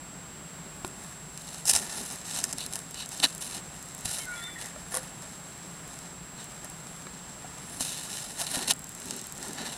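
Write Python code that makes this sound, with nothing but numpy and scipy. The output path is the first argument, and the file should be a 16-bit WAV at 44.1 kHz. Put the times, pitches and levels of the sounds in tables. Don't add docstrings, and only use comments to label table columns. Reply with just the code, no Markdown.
import sys
import numpy as np
from scipy import signal
from scipy.fft import rfft, irfft
from scipy.io import wavfile
from scipy.ndimage import uniform_filter1d

SR = 44100
rng = np.random.default_rng(int(sys.argv[2]) if len(sys.argv) > 2 else 0)


def to_wav(sig):
    pcm = np.clip(np.atleast_2d(sig), -1, 1) * 32767
    pcm = np.round(pcm).astype(np.int16)
    wavfile.write(sys.argv[1], SR, pcm.T)


N = 430857

# height in seconds, swell in seconds, fade in seconds,
# nominal treble level in dB, then mouth ring, dull body and brittle top in dB re treble.
BOUTS = [(0.86, .02, .03, -48, -10, -4, 4), (1.05, 0.15, 0.076, -48, -6, 0, 0),
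         (1.54, .2, .09, -42, -4, -8, 0), (1.7, .046, 0.021, -19.5, -11.5, -14.5, 0.5),
         (1.755, 0.03, 0.048, -23, -8, -8.5, 0), (1.82, 0.028, 0.24, -36, -6.5, -3, 1),
         (1.97, .13, 0.18, -38.5, -6, -6.5, 2.5), (2.13, .06, .09, -39, -7, -7, 1),
         (2.395, 0.15, 0.027, -29, -6.5, -9, -1), (2.443, 0.017, 0.014, -28.5, -12, -9, -1),
         (2.5, 0.082, 0.074, -40.5, -9, -5, 0), (2.61, 0.032, 0.057, -33.5, 2.5, -9, 2),
         (2.735, 0.037, 0.11, -43, -8, -5, 3), (3.02, .08, 0.038, -37, 3.5, -5, 0.5),
         (3.13, 0.025, 0.13, -36.5, -6.5, -7, -0.5), (3.241, 0.013, 0.02, -22.5, 6, -1, 0.5),
         (3.27, .01, 0.066, -37.5, -5, -19, 0), (3.42, 0.017, 0.12, -36.5, -5, -10, 2),
         (3.555, .07, 0.047, -35, -2.5, -4, 3.5), (4.059, 0.013, .06, -31, -4, -6, 4),
         (4.12, .05, 0.076, -33, -3.5, -8, 5), (4.18, 0.054, 0.076, -34, -7, -8, 3),
         (4.4, 0.23, 0.092, -44.5, -4, -1, 0), (4.614, 0.032, 0.094, -37.5, -5, -2.5, 0),
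         (4.965, 0.057, .03, -32.5, -7, 0.5, 3), (5.035, 0.041, 0.077, -43, -7, 0.5, 2),
         (5.225, .015, 0.13, -47, -6, 0, 0), (5.9, .05, .25, -47, -7, -5, 1),
         (6.41, .05, 0.049, -43, -1, -1.5, -2), (6.52, 0.033, .1, -47, -10, -3, 1),
         (6.645, .015, 0.022, -45.5, -8, 3.5, 2), (7.809, 0.012, 0.087, -29, -4.5, -13, 0),
         (7.89, .07, .18, -34, -1.5, -10, 1.5), (8.15, 0.19, .19, -35, -5, -8.5, 3),
         (8.402, .03, 0.054, -29.5, -6, -5, 0.5), (8.47, 0.0053, 0.022, -38, 4, -9, -3),
         (8.545, 0.086, 0.084, -31, -2.5, -4.5, 2), (8.62, 0.086, 0.089, -33.5, -2.5, -1, -1.5),
         (8.708, 0.034, 0.015, -20.5, -1.5, -7, 1), (9.112, .06, 0.11, -37.5, -4, -6.5, -4),
         (9.435, 0.053, 0.12, -38.5, -4, -0.5, -1), (9.6, 0.035, 0.066, -40.5, 3, 6, -1),
         (9.67, 0.069, 0.093, -38.5, 2, 1, 0)]


def undb(db):
    return 10 ** (np.asarray(db) / 20)


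def unit(x):
    return x / np.sqrt(np.mean(x ** 2))


def ring(x, modes):
    f = np.fft.rfftfreq(N, 1 / SR)
    response = 0
    for hz, width_hz, db in modes:
        damping = 1j * f * width_hz
        response = response + undb(db) * (damping / (hz ** 2 - f ** 2 + damping)) ** 2
    response_rms = np.sqrt(np.mean(np.abs(response) ** 2))
    return irfft(rfft(x) * response / response_rms, N)


def walk(rate_hz):
    hold = int(SR / rate_hz)
    steps = np.repeat(rng.standard_normal(N // hold + 1), hold)
    return unit(uniform_filter1d(steps, hold)[:N])


def bursts(at_s, size, t60_s, rise_s):
    env = np.zeros(N)
    for at, peak, decay_s in zip(at_s, size, np.maximum(t60_s, .003)):
        t = np.arange(-rise_s, decay_s, 1 / SR)
        i = int((at - rise_s) * SR)
        shape = peak * np.where(t < 0, (1 + t / rise_s) ** 2, undb(-60 * t / decay_s))
        env[i:i + len(t)] += shape[:N - i]
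    return env


def grains(per_s, spread_db, t60_s):
    size = undb(spread_db * np.minimum(rng.exponential(1, N), 3.5))
    hits = (rng.random(N) < per_s / SR) * size
    return unit(signal.lfilter([1], [1, -undb(-60 / (t60_s * SR))], hits))


def swells(rows):
    edge_db, close_s = -11.5, 0.0035
    env = np.zeros(N)
    for at, rise_s, fall_s, db in rows:
        rise_s, fall_s = max(rise_s, .002), max(fall_s, .002)
        start = max(int((at - rise_s - close_s) * SR), 0)
        stop = min(int((at + fall_s + close_s) * SR), N)
        i = np.arange(start, stop)
        t = i / SR - at
        gate = np.interp(t, [-rise_s - close_s, -rise_s, fall_s, fall_s + close_s], [0, 1, 1, 0])
        slope_db = np.interp(t, [-rise_s, 0, fall_s], [edge_db, 0, edge_db])
        env[i] = np.hypot(env[i], gate * undb(db + slope_db))
    return env


def room():
    # frequency in Hz, relative density in dB per Hz.
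    hiss_curve = [(20, -20), (55, -4), (103, -8.5), (165, 4), (230, -8), (320, -11), (500, -13.5),
                  (630, -10.5), (1420, -12.5), (2330, -17.5), (6800, -25), (8250, -15.5), (9000, -22),
                  (11800, -30), (15800, -36)]
    hiss_db = -46
    hz, db = np.transpose(hiss_curve)
    f = np.fft.rfftfreq(N, 1 / SR) + 1
    colour = undb(np.interp(np.log(f), np.log(hz), db))
    hiss = irfft(rfft(rng.standard_normal(N)) * colour, N)
    return unit(hiss) * undb(hiss_db + .5 * walk(2.7))


def camera():
    frame_hz, line_hz, screen_hz = 30., 7569.5, 7867.
    line_db, overtone_db, screen_db = -50, -71, -58.5
    t = np.arange(N) / SR
    scan = 2 * np.pi * line_hz * (t % (1 / frame_hz))
    flip = (-1.) ** np.floor(t * frame_hz)
    line = undb(line_db) * np.sin(scan) + undb(overtone_db) * np.sin(2 * scan)
    screen = undb(screen_db) * flip * np.sin(2 * np.pi * screen_hz * t)
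    return np.sqrt(2) * (line + screen)


def effort(bout_db, rustle_db):
    # time in seconds, nominal treble level in dB.
    rustle = [(0, -62), (0.8, -58), (1.3, -52), (2.2, -47), (3.0, -49.5), (3.65, -51), (4.0, -48.5),
              (4.5, -51), (5.5, -52), (6.3, -57), (6.8, -52.5), (7.55, -51), (7.78, -45), (8.36, -43.5),
              (8.75, -61), (9.05, -44), (9.35, -48), (9.77, -44)]
    rows = np.array(BOUTS)[:, :4] + np.outer(bout_db, [0, 0, 0, 1])
    level_db = np.interp(np.arange(N) / SR, *np.transpose(rustle))
    return np.hypot(swells(rows), undb(level_db + rustle_db))


def chewing():
    # main snap in seconds, nominal peak in dB,
    # mouth ring in dB re peak, brittle top in dB re peak.
    cracks = [(0.8487, -28.5, -2, -3), (1.376, -26, -8, -4), (1.5452, -26, -10, -9),
              (1.6548, -20, -20, -13), (1.6812, -13, -17, -14), (1.695, -11, -14, -11),
              (1.7364, -10, -8, -3), (1.7525, -9.5, -11, -13), (1.763, -7, -20, -17),
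              (1.7742, -17, -16, -12), (2.1024, -27, -7, -9), (2.1107, -27, -14, -7),
              (2.1592, -28, -18, -4), (2.4031, -22, -13, -14), (2.4409, -11, -20, -5.5),
              (2.5279, -17.5, -17, -7), (2.532, -20, -20, -4), (2.5837, -20.5, -16, -3),
              (2.6637, -23.5, -14, 0), (2.7265, -24, -11, -2), (2.7355, -21, -6, -2),
              (2.7565, -18.5, -10, -3), (2.7904, -27, -12, -3), (2.944, -24, -17, -10),
              (3.0033, -28, -1, -15), (3.0603, -27, -17, -2), (3.1191, -30, -11, -3),
              (3.2009, -21.5, 2, -5), (3.4097, -31, -19, 0), (3.423, -27, -4, -11), (4.0566, -16.5, -8, -3),
              (4.1041, -27, -8, -2), (4.614, -28, -7, -1), (4.6593, -29, -12, -4), (4.944, -18, -22, -1),
              (4.9518, -20, -12, 2), (4.9713, -21.5, -24, 5.5), (5.222, -33, -17, -5),
              (5.9894, -29.5, -7, -4), (6.6463, -31.5, -20, 5), (6.87, -32, -6, -7), (7.0218, -32, -8, -12),
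              (7.8078, -14, -7, -9), (8.4005, -21, -12, -7), (8.416, -19.5, 0.5, -7),
              (8.4676, -21, -0.5, -7), (8.516, -25, -13, 2), (8.5458, -25, -4, 0), (8.6818, -18, -9, -5),
              (8.7019, -20, -7, -2), (9.0186, -30, -5, -17), (9.1088, -20, -7, -15), (9.194, -27, -8, -12),
              (9.428, -23, -18, -15), (9.6648, -25, -7, -13)]
    # frequency in Hz, width in Hz, relative level in dB.
    body = [(779, 546, 1), (1382, 220, 0), (1746, 275, 2)]
    mouth = [(3930, 990, -2), (2982, 500, -4.5)]
    crisp = [(2780, 430, -5.5), (5103, 500, 1), (5327, 510, 5), (6400, 860, 6.5), (7670, 980, 8.5),
             (8170, 640, 7)]
    brittle = [(9550, 1400, 4.5), (10480, 1730, -3), (14900, 14000, -22)]
    rustle_mouth_db, rustle_body_db = -6, -6.5
    small_per_s, small_db, small_spread_db = 9, 9, 3
    thud_db_at_25, thud_db_per_db = -11.5, -0.18
    patchy_db = 2.2

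    mouth_db, body_db, brittle_db = np.transpose(BOUTS)[4:]
    treble = effort(0 * mouth_db, 0)

    chance = rng.random((int(small_per_s * N / SR), 4))
    small_s = .01 + chance[:, 0] * (N / SR - .02)
    around_db = 20 * np.log10(treble[(small_s * SR).astype(int)])
    small_peak_db = around_db + small_db + small_spread_db * (2 * chance[:, 1] - 1)
    small_ring_db = -16 + 12 * chance[:, 2]
    small_top_db = -13 + 10.5 * chance[:, 3]
    small = np.column_stack([small_s, small_peak_db, small_ring_db, small_top_db])
    at_s, peak_db, ring_db, top_db = np.concatenate([cracks, small]).T
    thud_db = thud_db_at_25 + thud_db_per_db * (peak_db + 25)

    patches = undb(patchy_db * walk(40))
    grind = rng.standard_normal(N) * unit(0.89 + grains(800, 2.0, 0.0075) * patches)
    splinters = rng.standard_normal(N) * unit(.5 + grains(2500, 5.6, 0.001))

    top_drift = undb(-6.5 + 1.7 * walk(6))
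    # (modes, grinding gain, cracks dB, main snap dB)
    groups = [(crisp, treble * undb(-3.5), -3.5, 24),
              (brittle, effort(brittle_db, 0) * top_drift, top_db - 1.5, 24),
              (mouth, effort(mouth_db, rustle_mouth_db) * undb(-3.5), ring_db - 0.5, 21),
              (body, effort(body_db, rustle_body_db) * undb(-5.0), thud_db - 1.0, 19.5)]
    out = 0
    for modes, gain, crack_db, snap_db in groups:
        size = undb(peak_db + crack_db - 10.5)
        cluster = bursts(at_s, size, np.full(len(at_s), .011), 0.0039)
        shake = grind * gain + splinters * cluster
        shake[(at_s * SR).astype(int) - 14] -= size * undb(snap_db)
        out = out + ring(shake, modes)
    return out


def paws():
    # height in seconds, swell in seconds, fade in seconds, nominal level in dB.
    shuffles = [(0.3, .06, .4, -56), (0.85, 0.032, .3, -48), (1.78, 0.11, 0.39, -40),
                (2.4, .1, 0.72, -47.5), (3.245, 0.05, .05, -44), (3.58, 0.32, 0.062, -48),
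                (8.575, .07, 0.082, -39), (8.68, .06, 0.057, -36.5), (9.14, 0.13, 0.095, -41),
                (9.62, 0.28, 0.13, -39)]
    # frequency in Hz, width in Hz, relative level in dB.
    floor_modes = [(246, 149, 0.5), (356, 84, -6)]
    shifting_db = -54
    steps = np.hypot(swells(shuffles), undb(shifting_db))
    patches = undb(2.4 * walk(25) - 4.5)
    return ring(rng.standard_normal(N) * steps * patches, floor_modes)


def knocks():
    # time in seconds, nominal peak in dB, lowest mode in Hz, its t60 in seconds, upper modes in dB.
    blows = [(0.845, -21.5, 372, 0.057, 5.5), (1.733, -49, 730, 0.07, 7), (2.437, -31, 644, 0.055, 0),
             (3.199, -28.5, 285, 0.07, -3), (3.239, -18.5, 278, 0.081, -15), (4.05, -30, 265, 0.076, -8),
             (4.759, -28, 620, 0.07, -3), (4.939, -27, 512, 0.15, 4.5), (4.968, -26, 518, 0.16, 2),
             (6.642, -32, 620, 0.063, -5.5), (7.067, -41, 593, 0.06, 16), (7.443, -25, 736, 0.041, -10),
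             (7.805, -23.5, 265, 0.054, 1.5), (8.411, -24.5, 683, 0.07, -2), (8.569, -20.5, 250, 0.072, -3),
             (8.684, -30, 268, 0.07, -1)]
    # multiple of the lowest mode, level in dB, share of its t60.
    tub_modes = [(1, -2.5, 1), (2.2, 0, 0.16), (2.8, -7, 0.4), (3.8, -8.5, 0.35), (6.5, -5.5, .1)]
    out = np.zeros(N)
    for at, peak_db, hz, t60_s, upper_db in blows:
        t = np.arange(int(t60_s * SR)) / SR
        blow = 0
        for multiple, db, share in tub_modes:
            level_db = db + (multiple > 1.5) * upper_db - 60 * t / (share * t60_s)
            blow = blow + undb(level_db) * np.sin(2 * np.pi * multiple * hz * t)
        i = int((at + 0.00238) * SR)
        out[i:i + len(t)] -= undb(peak_db - 6.5) * blow
    return out


def lens():
    # time in seconds, nominal peak in dB.
    lone_ticks = [(0.8669, -34), (0.877, -32), (1.038, -35), (1.4182, -32), (2.0607, -25.5), (2.1228, -28),
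                  (2.909, -30), (3.0899, -26.5), (3.175, -27), (3.3485, -25), (3.3792, -29), (3.9888, -33),
                  (5.8765, -35), (6.4418, -30), (6.6987, -29), (7.6969, -35), (8.2437, -31)]
    # first tick in seconds, gap in seconds, number of ticks, nominal peak in dB.
    runs = [(3.824, .0625, 4, -32), (4.2557, .0595, 4, -34), (8.736, .0532, 16, -29.5)]
    # frequency in Hz, width in Hz, relative level in dB.
    tick_modes = [(8050, 4500, 18), (10000, 1500, 5), (13000, 2400, -18)]
    jitter_s, spread_db = .002, 2.
    rebound_share, rebound_db = 0.51, -7.5

    rows = list(lone_ticks)
    for first_s, gap_s, count, db in runs:
        chance = rng.standard_normal((count, 2))
        steps_s = first_s + gap_s * np.arange(count) + jitter_s * chance[:, 0]
        steps = list(zip(steps_s, db + spread_db * chance[:, 1]))
        rows += steps
        rows += [(s + rebound_share * gap_s, step_db + rebound_db) for s, step_db in steps]
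    at_s, peak_db = np.transpose(rows)
    env = bursts(at_s + 0.00075, undb(peak_db - 2), np.full(len(at_s), .009), 0.00065)
    return ring(rng.standard_normal(N) * env, tick_modes)


def hand():
    # height in seconds, swell in seconds, fade in seconds, level in dB.
    jolts = [(1.74, 0.053, 0.071, -47), (4.055, .015, 0.062, -43)]
    # frequency in Hz, width in Hz, relative level in dB.
    shell_modes = [(75, 86, 0)]
    return ring(rng.standard_normal(N) * swells(jolts), shell_modes)


def sing(tone, waver, flutter_db):
    t = np.arange(N) / SR
    s, hz, db = np.transpose(tone)
    fade = np.interp(t, [s[0] - .01, s[0], s[-1], s[-1] + .01], [0, 1, 1, 0])
    pitch_hz = np.interp(t, s, hz) * (1 + waver * walk(150))
    phase = 2 * np.pi * np.cumsum(pitch_hz) / SR
    level = undb(np.interp(t, s, db) + flutter_db * walk(70))
    return np.sqrt(2) * fade * level * np.sin(phase)


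def nose():
    # time in seconds, pitch in Hz, level in dB.
    whistle_tones = [
        [(4.26, 1493, -57), (4.274, 1510, -43), (4.292, 1456, -35.5), (4.396, 1397, -45), (4.468, 1374, -55),
         (4.482, 1475, -43), (4.5, 1437, -58)],
        [(4.35, 3530, -71), (4.366, 3430, -47), (4.41, 3410, -55), (4.44, 3569, -40), (4.458, 3575, -40),
         (4.59, 3420, -62), (4.62, 3400, -49)],
        [(4.19, 2070, -61), (4.21, 2251, -48), (4.262, 2040, -52), (4.272, 2145, -55), (4.28, 2109, -56)],
        [(4.2, 3082, -56), (4.204, 3100, -48), (4.256, 3120, -64), (4.27, 3130, -63)],
        [(4.3, 2200, -57), (4.34, 2270, -47), (4.382, 2360, -57), (4.402, 2230, -57), (4.514, 2310, -55),
         (4.55, 2331, -64)],
    ]
    # height in seconds, swell in seconds, fade in seconds, nominal level in dB.
    wheezes = [(4.5, .22, .03, -42), (4.56, 0.018, .03, -40.5), (4.645, .035, .07, -47)]
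    # frequency in Hz, width in Hz, relative level in dB.
    nostril_modes = [(1870, 100, 0), (2020, 110, -1)]
    whistle = sum(sing(tone, waver=.003, flutter_db=1.2) for tone in whistle_tones)
    air = rng.standard_normal(N) * swells(wheezes)
    return whistle + ring(air, nostril_modes) * undb(-3.0)


def scene():
    steady = room() + camera()
    animal = chewing() + paws() + knocks() + nose()
    handling = lens() + hand()
    return (steady + animal + handling)[None]


def record(dry):
    top_hz = 15850
    lowpass = signal.ellip(10, .2, 80, top_hz, fs=SR, output="sos")
    return signal.sosfilt(lowpass, dry)


dry = scene()
out = record(dry)
to_wav(out)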